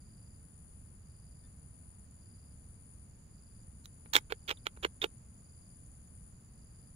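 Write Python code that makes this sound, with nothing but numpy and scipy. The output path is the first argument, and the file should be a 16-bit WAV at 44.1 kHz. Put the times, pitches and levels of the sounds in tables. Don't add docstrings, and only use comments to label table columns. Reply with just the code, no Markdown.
import sys
import numpy as np
from scipy import signal
from scipy.fft import rfft, irfft, next_fast_len
from scipy.io import wavfile
from scipy.ndimage import uniform_filter1d

SR = 44100
rng = np.random.default_rng(int(sys.argv[2]) if len(sys.argv) > 2 else 0)


def unload_wav(signal):
    wavfile.write(
        sys.argv[1],
        SR,
        np.round(np.clip(np.atleast_2d(signal).T, -1, 1) * 32767).astype(np.int16),
    )


N = 306495
TIME = np.arange(N) / SR

# frequency in Hz, noise density in dB.
RUMBLE_SPECTRUM = [(10, -89), (22, -83.5), (40, -78), (65, -73), (100, -77), (160, -81), (245, -88.5),
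                   (320, -99.5), (450, -104), (800, -116), (2000, -140)]
LEFT_HISS = [(40, -91.5), (200, -97), (400, -102), (700, -106.5), (1400, -108), (2200, -113), (3400, -119),
             (4600, -121), (6200, -137), (7200, -123), (8500, -119), (10800, -118), (11400, -137),
             (15000, -141)]
RIGHT_HISS = [(40, -90), (200, -91.5), (400, -101), (700, -104), (1400, -108), (2200, -112), (3400, -118),
              (6000, -118), (9900, -120), (10900, -137), (12600, -124), (13700, -122), (14200, -116),
              (15400, -121)]
# frequency in Hz, gain in dB.
LEFT_WING_EQ = [(7000, -54.5), (8500, -29), (9200, -13), (9600, -1), (9890, 0.5), (10150, -6.5),
                (10500, -17.5), (11000, -40.5), (11400, -57.5)]
RIGHT_WING_EQ = [(5600, -31), (6200, -28), (6450, -8.5), (6750, -5.5), (7000, 2.5), (7180, 0),
                 (7450, -13.5), (8000, -20), (8800, -50.5)]
# start and end in seconds, full level in dB.
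LEFT_VERSES = [(-.1, 0.997, -59.5), (1.034, 2.085, -59.5), (2.074, 3.076, -59), (3.241, 4.26, -59.5),
               (4.27, 5.205, -59.5), (5.226, 6.351, -58.5), (6.365, 7.397, -60)]
# time in seconds, level in dB.
HOARSE_LEVELS = [(0, -68.5), (1.2, -70), (5.6, -67), (6.95, -69)]
# start and end in seconds, level in dB.
CRICKET_PHRASES = [(-.12, 0.364, -68), (0.971, 1.47, -70), (2.128, 2.529, -67.5), (3.251, 3.641, -69),
                   (4.29, 4.681, -68.5), (5.363, 5.791, -69), (6.489, 6.901, -70)]
# start and end in seconds, crackle level in dB,
# boosts for low pop, cavity ring and treble in dB, cavity pitch in Hz.
WET_SMACKS = [(3.84, 3.866, -64, -15, 3, 15.5, 3540), (4.058, 4.075, -65, 17, -28, -26, 2730),
              (4.132, 4.19, -31, 1, -7.5, 4, 3280), (4.298, 4.335, -47.5, 14, -14, -9.5, 3070),
              (4.477, 4.529, -38.5, 5, -4.5, -2.5, 3140), (4.569, 4.582, -61, 0.5, 7, -20, 3040),
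              (4.655, 4.673, -49.5, 9, -13, -6.5, 2860), (4.764, 4.776, -63, 12, -33, -26, 2760),
              (4.826, 4.867, -39, 12.5, -9.5, -6, 2800), (5.015, 5.063, -38, 15, -3.5, -1.5, 2940)]
# time in seconds, level in dB, extra cavity ring in dB.
SHARP_SNAPS = [(3.857, -42, 4.5), (4.0596, -53, -9), (4.1359, -24.5, 6), (4.1491, -26, 21),
               (4.1543, -13, 15), (4.165, -11, 3), (4.3225, -24.5, -7.5), (4.3244, -30.5, 14.5),
               (4.4942, -28.5, 4), (4.506, -29, 2.5), (4.512, -24.5, 7), (4.6684, -23.5, 4),
               (4.7737, -49, -5), (4.847, -24, 23), (4.8501, -21, 4.5), (5.018, -27.5, 7),
               (5.0402, -25.5, 12), (5.043, -21.5, 6.5)]
# frequency in Hz, gain in dB.
CLICK_EQ = [(190, -22), (330, -3), (470, -2), (700, -8.5), (1300, -1.5), (1800, -2), (2300, -2), (3600, -2),
            (4200, -6), (5200, -15), (7000, -13), (9800, -33), (13000, -22), (15500, -17.5)]
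# centre in Hz, width in Hz, boost in dB.
CLICK_MODES = [(430, 150, 2), (860, 150, 8), (1410, 260, 6), (2320, 220, 5), (7100, 700, 2.5)]
# frequency in Hz, gain in dB.
FAR_SIDE_EQ = [(200, -3), (400, -7), (800, -9), (1300, -5), (2300, -9), (3300, -3.5), (4300, -10),
               (5300, -10), (6800, -26), (9500, 8), (12000, -8), (15000, -18)]


def gain_of(db):
    return 10 ** (np.asarray(db) / 20)


def unit_rms(x):
    return x / np.sqrt(np.mean(x ** 2) + 1e-20)


def curve_db(points, hz):
    point_hz, db = np.transpose(points)
    return np.interp(np.log(hz + 1), np.log(point_hz + 1), db)


def equalise(x, points):
    size = next_fast_len(len(x))
    hz = np.fft.rfftfreq(size, 1 / SR)
    return irfft(rfft(x, size) * gain_of(curve_db(points, hz)), size)[:len(x)]


def drift(top_hz):
    size = next_fast_len(N)
    rolloff = np.exp(-(np.fft.rfftfreq(size, 1 / SR) / top_hz) ** 2)
    return unit_rms(irfft(rfft(rng.standard_normal(size)) * rolloff)[:N])


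def whistle(hz, width_hz):
    phase = 2 * np.pi * hz * TIME
    return drift(width_hz) * np.cos(phase) + drift(width_hz) * np.sin(phase)


def add(mix, start_s, sound):
    part = mix[round(start_s * SR):][:len(sound)]
    part += sound[:len(part)]


def air():
    density_scale = np.sqrt(SR / 2)
    rumble = equalise(rng.standard_normal(N), RUMBLE_SPECTRUM) * gain_of(.21 * drift(7.9))
    hiss = np.array([equalise(rng.standard_normal(N), side) for side in (LEFT_HISS, RIGHT_HISS)])
    return density_scale * (rumble * gain_of([[-.5], [.45]]) + hiss)


def stroke(cycle, centre, width):
    return np.exp(-(((cycle - centre + .5) % 1 - .5) / width) ** 2)


def verses(soft_start_db=-3.5, swell_s=.9, fade_s=.037, between_db=-65):
    gain = np.full(N, gain_of(between_db))
    for start, end, db in LEFT_VERSES:
        softness = 1 - np.clip((TIME - start) / swell_s, 0, 1)
        gate = np.clip(np.minimum(TIME - start, end - TIME) / fade_s, 0, 1)
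        gain = np.maximum(gain, gate * gain_of(db + soft_start_db * softness))
    return gain


def bush_cricket(pitch_hz=9850, stroke_hz=88.5, sag_hz=900, rough=.53):
    cycle = np.cumsum(stroke_hz * (1 + .008 * drift(3) + .012 * drift(60))) / SR
    from_middle_s = (cycle % 1 - .5) / stroke_hz
    teeth = np.sin(2 * np.pi * (pitch_hz - .5 * sag_hz * stroke_hz * from_middle_s) * from_middle_s)
    swell = stroke(cycle, centre=.33, width=.36) * gain_of(drift(50))
    clean = unit_rms(equalise(teeth * swell, LEFT_WING_EQ))
    rasp = unit_rms(equalise(rng.standard_normal(N) * (.9 + swell), LEFT_WING_EQ))
    song = unit_rms((1 - rough) * clean + rough * rasp) * verses()
    return song * gain_of([[0], [-36]])


def hoarse_bush_cricket(group_hz=19.2, blur=.9):
    cycle = np.cumsum(group_hz * (1 + .0077 * drift(3.4))) / SR
    strokes = blur + stroke(4 * cycle, centre=.5, width=.33)
    accent = 1 + .25 * stroke(cycle, centre=.4, width=.25)
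    rasp = unit_rms(equalise(rng.standard_normal(N) * strokes * accent, RIGHT_WING_EQ))
    fader = gain_of(np.interp(TIME, *np.transpose(HOARSE_LEVELS)))
    return rasp * fader * gain_of([[-29], [0]])


def cricket(pitch_hz=4810, pair_hz=23.8, sag_hz=220, rough=.28, chorus_db=-80):
    first, second = .14, .44
    attack_s, release_s = .11, .0067
    swell, bend_hz = np.zeros((2, N))
    for start, end, db in CRICKET_PHRASES:
        now = (TIME > start) & (TIME < end)
        age, remaining = TIME[now] - start, end - TIME[now]
        cycle = age * pair_hz % 1
        pairs = stroke(cycle, first, width=.1) + stroke(cycle, second, width=.1)
        gate = np.clip(age / attack_s, 0, 1) * np.clip(remaining / release_s, 0, 1)
        swell[now] = gain_of(db) * pairs * gate
        through_pulse = cycle / (second - first) % 1
        bend_hz[now] = sag_hz * (.5 - through_pulse)
    tone = unit_rms(np.sin(2 * np.pi * np.cumsum(pitch_hz + bend_hz) / SR))
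    song = swell * unit_rms((1 - rough) * tone + rough * whistle(pitch_hz, 370))
    chorus = gain_of(chorus_db) * np.array([whistle(4790, 354), whistle(4790, 330.7)])
    return song * gain_of([[-11], [0]]) + chorus * gain_of([[-7], [0]])


def bird(start_s=1.43, length_s=.045, pitch_hz=1790, db=-77):
    t = np.arange(0, length_s, 1 / SR)
    phase = 2 * np.pi * pitch_hz * t
    swell = gain_of(db) * np.sin(np.pi * t / length_s)
    peep = np.zeros(N)
    add(peep, start_s, swell * (np.sin(phase) + np.sin(2 * phase)))
    return peep


def click(pop_db, ring_db, treble_db, cavity_hz, pop_hz=420, size=2048):
    def bell(centre_hz, width_hz):
        return 1 / (1 + (2 * (hz - centre_hz) / width_hz) ** 2)

    hz = np.fft.rfftfreq(size, 1 / SR)
    db = curve_db(CLICK_EQ, hz) + sum(boost * bell(centre, width) for centre, width, boost in CLICK_MODES)
    db += pop_db * np.exp(-(np.log((hz + 1) / pop_hz) / .5) ** 2)
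    db += (ring_db + 4) * bell(cavity_hz, width_hz=750)
    db += treble_db * np.clip((hz - 3300) / 3000, 0, 1)
    db += 1.5 * unit_rms(uniform_filter1d(rng.standard_normal(len(hz)), size=16))
    log_gain = np.log(gain_of(np.r_[db, db[-2:0:-1]]))
    pulse = np.fft.ifft(np.exp(np.conj(signal.hilbert(log_gain)))).real
    return -pulse / np.linalg.norm(pulse)


def seal_click(age_s, pop_db, ring_db, treble_db, cavity_hz, slacken_s=.015):
    tight = np.exp(-max(age_s, 0) / slacken_s)
    return click(pop_db - 13.5 * tight, ring_db + 16.5 * tight,
                 treble_db + 11 * tight, cavity_hz * (1 + .26 * tight))


def crackles(grains_per_s=2200, crest_share=.22, stages=3):
    sizes = gain_of(np.minimum(rng.exponential(1, N), 3)) * rng.choice([-1, 1], N)
    grains = sizes * (rng.random(N) < grains_per_s / SR)
    for start, end, db, *voicing in WET_SMACKS:
        peel = grains[round(start * SR):round(end * SR)]
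        swell = np.interp(np.linspace(0, 1, len(peel)), [0, crest_share, 1], [.29, 1, .23])
        stage_s = (end - start) / stages
        for k, stage in enumerate(np.array_split(unit_rms(peel * swell), stages)):
            tick = seal_click((k + .5) * stage_s, *voicing)
            yield start + k * stage_s, gain_of(db) * signal.fftconvolve(stage, tick)


def snaps(nominal_length_s=.0028):
    for at_s, db, extra_ring_db in SHARP_SNAPS:
        nearest_smack = min(WET_SMACKS, key=lambda row: abs(row[0] - at_s))
        start, _, _, pop_db, ring_db, treble_db, cavity_hz = nearest_smack
        snap = seal_click(at_s - start, pop_db, ring_db + extra_ring_db, treble_db, cavity_hz)
        yield at_s, gain_of(db) * np.sqrt(nominal_length_s * SR) * snap


def scatter(x, db, t60, size=1000):
    t = np.arange(size) / SR
    tail = rng.standard_normal(size) * gain_of(-60 * t / t60) * np.clip(t / .0001, 0, 1)
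    return gain_of(db) * signal.fftconvolve(x, tail / np.linalg.norm(tail))[:len(x)]


def glance(x):
    highs = signal.sosfilt(signal.butter(4, 5000, "high", fs=SR, output="sos"), x)
    softened = signal.lfilter(*signal.butter(1, 11000, fs=SR), x)
    smeared = softened + scatter(highs, db=-2.5, t60=.014)
    return smeared + scatter(smeared, db=-7, t60=.015)


def smacks(left_lag_samples=13):
    left, right = np.zeros((2, N))
    for start, sound in [*snaps(), *crackles()]:
        add(left, start, glance(sound))
        add(right, start, glance(sound))
    left = np.roll(equalise(left, FAR_SIDE_EQ), left_lag_samples)
    return np.array([side + scatter(side, db=-33, t60=.11, size=4000) for side in (left, right)])


def scene():
    return air() + bush_cricket() + hoarse_bush_cricket() + cricket() + bird() + smacks()


def record(dry, ceiling=.8, cutoff_hz=15700):
    rounded = ceiling * np.tanh(dry / ceiling)
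    lowpass = signal.firwin(401, cutoff_hz, window=("kaiser", 9), fs=SR)
    return signal.oaconvolve(rounded, lowpass[None], "same")


dry = scene()
out = record(dry)
unload_wav(out)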